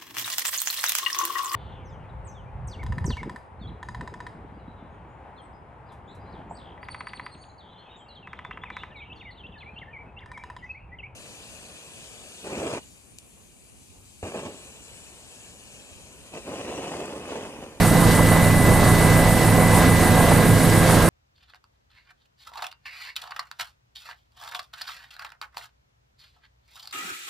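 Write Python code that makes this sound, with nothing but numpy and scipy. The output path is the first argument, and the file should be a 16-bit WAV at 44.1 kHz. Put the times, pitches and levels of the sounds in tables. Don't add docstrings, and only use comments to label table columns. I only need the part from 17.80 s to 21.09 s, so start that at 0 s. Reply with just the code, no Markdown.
import sys
import numpy as np
from scipy import signal
from scipy.fft import rfft, irfft
from scipy.io import wavfile
from scipy.ndimage import uniform_filter1d

SR = 44100
rng = np.random.default_rng(int(sys.argv[2]) if len(sys.argv) > 2 else 0)


def boost(x):
    u = np.asarray(x, float) / 20
    return 10 ** u


def bounce(signal):
    frames = np.transpose(np.atleast_2d(signal))
    limited = np.clip(frames, -1, 1)
    pcm = np.round(limited * 32767).astype(np.int16)
    wavfile.write(sys.argv[1], SR, pcm)


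N = 145089
T = np.arange(N) / SR
HZ = np.maximum(np.fft.rfftfreq(N, 1 / SR), 1)

ROTOR_HZ, ROTOR_START = 6.886, .02
# f/Hz, left over right/dB, left lead/rad, likeness/0-1 (jumps up above 6.7
# kHz)
PAIR = [(25, 2.5, -0.32, .99), (150, -3.5, -0.34, 1), (350, -3, -0.45, 0.93), (450, -4, -0.12, 0.97),
        (1100, -2.5, .05, 0.86), (2500, -2, -0.11, 0.77), (6700, -1.4, -0.047, 0.62),
        (6760, -.8, -.01, .985), (13500, -2, 0.077, 0.98)]


def column(table, hz, k):
    table = np.array(table, float)
    return np.interp(np.log(hz), np.log(table[:, 0]), table[:, k])


def walk(rate):
    hold = int(SR / rate)
    held = np.repeat(rng.standard_normal(N // hold + 1), hold)
    return 1.49 * uniform_filter1d(uniform_filter1d(held, hold), hold)[:N]


def noise_band(hz, width_hz):
    x = irfft(rfft(rng.standard_normal(N)) * np.exp(-((HZ - hz) / width_hz) ** 2), N)
    return x / x.std()


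def stack(cycles, rows, skew, waver_db):
    total = 0
    for multiple, db, sign in rows:
        level = np.sqrt(2) * boost(db + waver_db * walk(2.91))
        total = total + sign * level * np.cos(2 * np.pi * multiple * cycles + skew)
    return total


def rotors(clock):
    # multiple of blade, tail or shaft rate, level/dB rms, sign (cabin modes turn some over)
    blade_rows = [(1, -30, -1), (1.5, -42, 1), (1.75, -40, -1), (2, -33, -1), (3, -36, -1), (4, -29.5, 1),
                  (5, -31, 1), (7, -41, 1), (10, -36, 1)]
    tail_rows = [(1, -30.5, -1), (2, -22, 1), (3, -32, 1), (4, -33.5, 1), (5, -36.5, -1), (6, -35.5, -1)]
    shaft_rows = [(1, -22.5, 1), (2, -30.5, 1)]
    tail_hz, shaft_hz = 83.365, 105.3
    blade_lag, tail_lag, shaft_lag = .255, .16, -.19
    suction_skew, shake_skew = 2.8, -.7
    main = stack(4 * (ROTOR_HZ * clock + ROTOR_START) - blade_lag, blade_rows, suction_skew, 1.2)
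    tail = stack(tail_hz * clock - tail_lag, tail_rows, suction_skew, .8)
    shaft = stack(shaft_hz * clock - shaft_lag, shaft_rows, shake_skew, .32)
    return main + tail + shaft


def tone(hz, db, pan_db, clock):
    phase = .69 * walk(6.17) + 6 * rng.random()
    wave = np.sqrt(2) * boost(db) * np.cos(2 * np.pi * hz * clock + phase)
    return wave * boost(np.array([[pan_db], [-pan_db]]) / 2)


def gears(clock):
    # t/s, level/dB rms
    whine_levels = [
        (0, -33.5),
        (.34, -32),
        (.4, -28),
        (1.4, -30),
        (2.55, -30.5),
        (2.62, -33),
        (3.02, -34),
        (3.1, -39),
        (3.29, -37),
    ]
    # f/Hz, level/dB rms at start, middle and end, left over right/dB
    mesh_rows = [(518.7, -38, -38, -37, 2), (741.6, -41, -34, -44, 1), (1617.7, -39, -38, -36, 3.5),
                 (1828.8, -43, -47, -46, 0), (2210.6, -51, -49, -46, 5), (2952, -57, -57, -54, 0),
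                 (3238, -57, -57, -57, 0), (3790.6, -56, -55, -55, -1), (4001.2, -55, -52, -54, 0),
                 (4686, -56, -56, -56, 0), (6277, -57, -58, -57, 0)]
    whine_db = np.interp(T, *np.array(whine_levels).T) + .9 * walk(10)
    out = tone(2000.6, whine_db, 1.5, clock)
    for hz, *dbs, pan_db in mesh_rows:
        swell_db = np.interp(T, np.linspace(0, T[-1], len(dbs)), dbs)
        out = out + tone(hz, swell_db + 2 * walk(8.7), pan_db, clock)
    return out


def airflow(turns):
    # f/Hz, level/dB per Hz
    roar_curve = [(8, -11), (75, -4), (125, 2.5), (380, -5), (600, -3.5), (1100, -9.5), (2400, -20.5),
                  (4600, -23.5)]
    hiss_curve = [(4900, -25.5), (7200, -24.5), (9200, -18.5), (10300, -21.5), (12200, -28), (12900, -29),
                  (13280, -15.5), (13750, -29), (14300, -32)]
    # f/Hz, width/Hz, level/dB
    panel_rows = [(50.6, 12, 7), (99, 8, -5), (140, 14, -1.5), (245, 17, -3), (383, 89, -2),
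                  (283, 123, 2.5), (492, 55, 2), (1038, 98, 3), (1670, 310, 3), (2030, 490, 3),
                  (2630, 66, 3), (2900, 61, 4), (3840, 550, 1.5), (4440, 40, 6)]
    # f/Hz, depth once a turn/dB, its place/turns, depth once a blade/dB, its place/blade gaps
    throb_curve = [(200, .3, .4, 1.0, .35), (500, .6, .37, .9, .35), (1000, .2, .5, 1.7, .46),
                   (2800, .5, .1, .3, .7), (4400, .9, .13, .8, .86), (6500, .5, .2, .6, .9),
                   (8000, 2.2, .546, .1, .9), (10500, 2.4, .546, .1, .9), (12500, 1.6, .53, .2, .9),
                   (13200, .1, .5, .1, .9)]
    # t/s, level/dB
    gust_levels = [(0, 0.6), (.3, 0.4), (.55, 0.6), (.7, -.6), (.95, -0.4), (1.13, 0.6), (1.3, -0.55),
                   (1.6, -.2), (1.85, -1), (2.03, 1.5), (2.2, -.8), (2.4, -0.1), (2.55, 1.4), (2.77, -1.5),
                   (2.97, 1.3), (3.12, 0.7), (3.29, -0.3)]
    roar_db, gust_db, flicker_db, flutter_db = -18, 1.1, .5, 1.0
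    calm_hz = 4960

    panels_db = sum(db * np.exp(-(2 * (HZ - hz) / width_hz) ** 2) for hz, width_hz, db in panel_rows)
    colour = boost(column([*roar_curve, *hiss_curve], HZ, 1) + panels_db)
    mid, side = rfft(rng.standard_normal((2, N))) * colour
    like = np.clip(column(PAIR, HZ, 3), 0, 1)
    pair = np.array([1, -1])[:, None] * side * np.sqrt(1 - like) + mid * np.sqrt(1 + like)

    gust = np.interp(T, *np.array(gust_levels).T)
    gust = gust - gust.mean()
    near = walk(14)
    out = 0
    for third in range(-5, 30):
        hz = 20 * 2 ** (third / 3)
        near = .87 * near + .51 * walk(14)
        once, at, blade, gap = (column(throb_curve, hz, k) for k in range(1, 5))
        turn_db = once * (1 + .08 * near) * np.cos(2 * np.pi * (turns - at))
        blade_db = blade * np.cos(2 * np.pi * (4 * turns - gap))
        gusting_db = gust_db * gust * min(3000 / hz, hz / 200, 1)
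        unrest_db = gusting_db + flutter_db * near + flicker_db * walk(4.02)
        db = turn_db + blade_db + unrest_db * min(calm_hz / hz, 1)
        band = np.clip(1 - abs(3 * np.log2(HZ / hz)), 0, 1)
        out = out + boost(db) * irfft(pair * band, N)
    return out * boost(roar_db) / np.sqrt(np.mean(out ** 2))


def ticks(turns):
    blade_pattern_db = [-2, -4.1, -10, -15.5]
    tick_hz, width_hz, tick_s, tick_db, scatter_db = 7870, 150, .004, -32, 1.5
    ring = 1.2
    at = np.flatnonzero(np.diff(np.floor(4 * turns)))
    blade = np.floor(4 * turns[at + 1]).astype(int) % 4
    late, chance = rng.standard_normal((2, len(at)))
    place = np.clip(at + (.001 * SR * late).astype(int), 0, N - 1)
    kick = np.zeros(N)
    kick[place] = boost(tick_db + np.array(blade_pattern_db)[blade] + scatter_db * chance)
    shape = np.exp(-((T[:SR // 20] - T[SR // 40]) / tick_s) ** 2)
    buzz = noise_band(tick_hz, width_hz) + ring * np.sin(2 * np.pi * tick_hz * T)
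    return signal.fftconvolve(kick, shape, "same") * buzz


def bumps():
    # t/s, peak level/dB
    bump_rows = [
        (0.388, -14.5),
        (1.816, -16),
        (2.04, -14),
        (2.511, -10.5),
    ]
    bump_s, bump_db, rattle_db = .011, -5.5, -20
    shape = sum(boost(db + bump_db) * np.exp(-((T - s - bump_s / 2) / bump_s) ** 2) for s, db in bump_rows)
    return shape * (noise_band(560, 660) + boost(rattle_db) * noise_band(4200, 2500))


def drop_faint_treble(x):
    # f/Hz, level/dB over the mean at 12-12.8 kHz
    need_curve = [(10900, -6.5), (12000, -4.3), (13000, -3.8), (13600, -1.5), (13900, 1), (14220, 2.5)]
    from_hz, top_hz, band_bins, wander_db = 10900, 14220, 5, 1.3
    hz, _, z = signal.stft(x, SR, "cosine", 2048)
    mean = np.sqrt(np.mean(abs(z[:, (hz > 12000) & (hz < 12800)]) ** 2))
    need = mean * boost(np.resize(wander_db * walk(9)[::1024], z.shape[2]))
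    for k in range(np.searchsorted(hz, from_hz), np.searchsorted(hz, top_hz), band_bins):
        band = slice(k, k + band_bins)
        loudness = np.sqrt(np.mean(abs(z[:, band]) ** 2, axis=(0, 1)))
        z[:, band] *= loudness > need * boost(column(need_curve, hz[k], 1))
    z[:, hz > top_hz] = 0
    return signal.istft(z, SR, "cosine", 2048)[1][:, :N]


def scene():
    clock = T + np.cumsum(.0002 * walk(1.2)) / SR
    turns = ROTOR_HZ * clock + ROTOR_START
    return rotors(clock) + gears(clock) + airflow(turns) + ticks(turns) + bumps()


def top_cut(x):
    return signal.sosfilt(signal.butter(12, 14890, fs=SR, output="sos"), x)


def record(dry):
    tilt = boost(column(PAIR, HZ, 1) / 2) * np.exp(.5j * column(PAIR, HZ, 2))
    x = irfft(rfft(dry) * np.array([tilt, 1 / tilt]), N)
    rounded = 1.8 * np.tanh(x / 1.8)
    mix = drop_faint_treble(rounded)
    return top_cut(mix)


dry = scene()
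out = record(dry)
bounce(out)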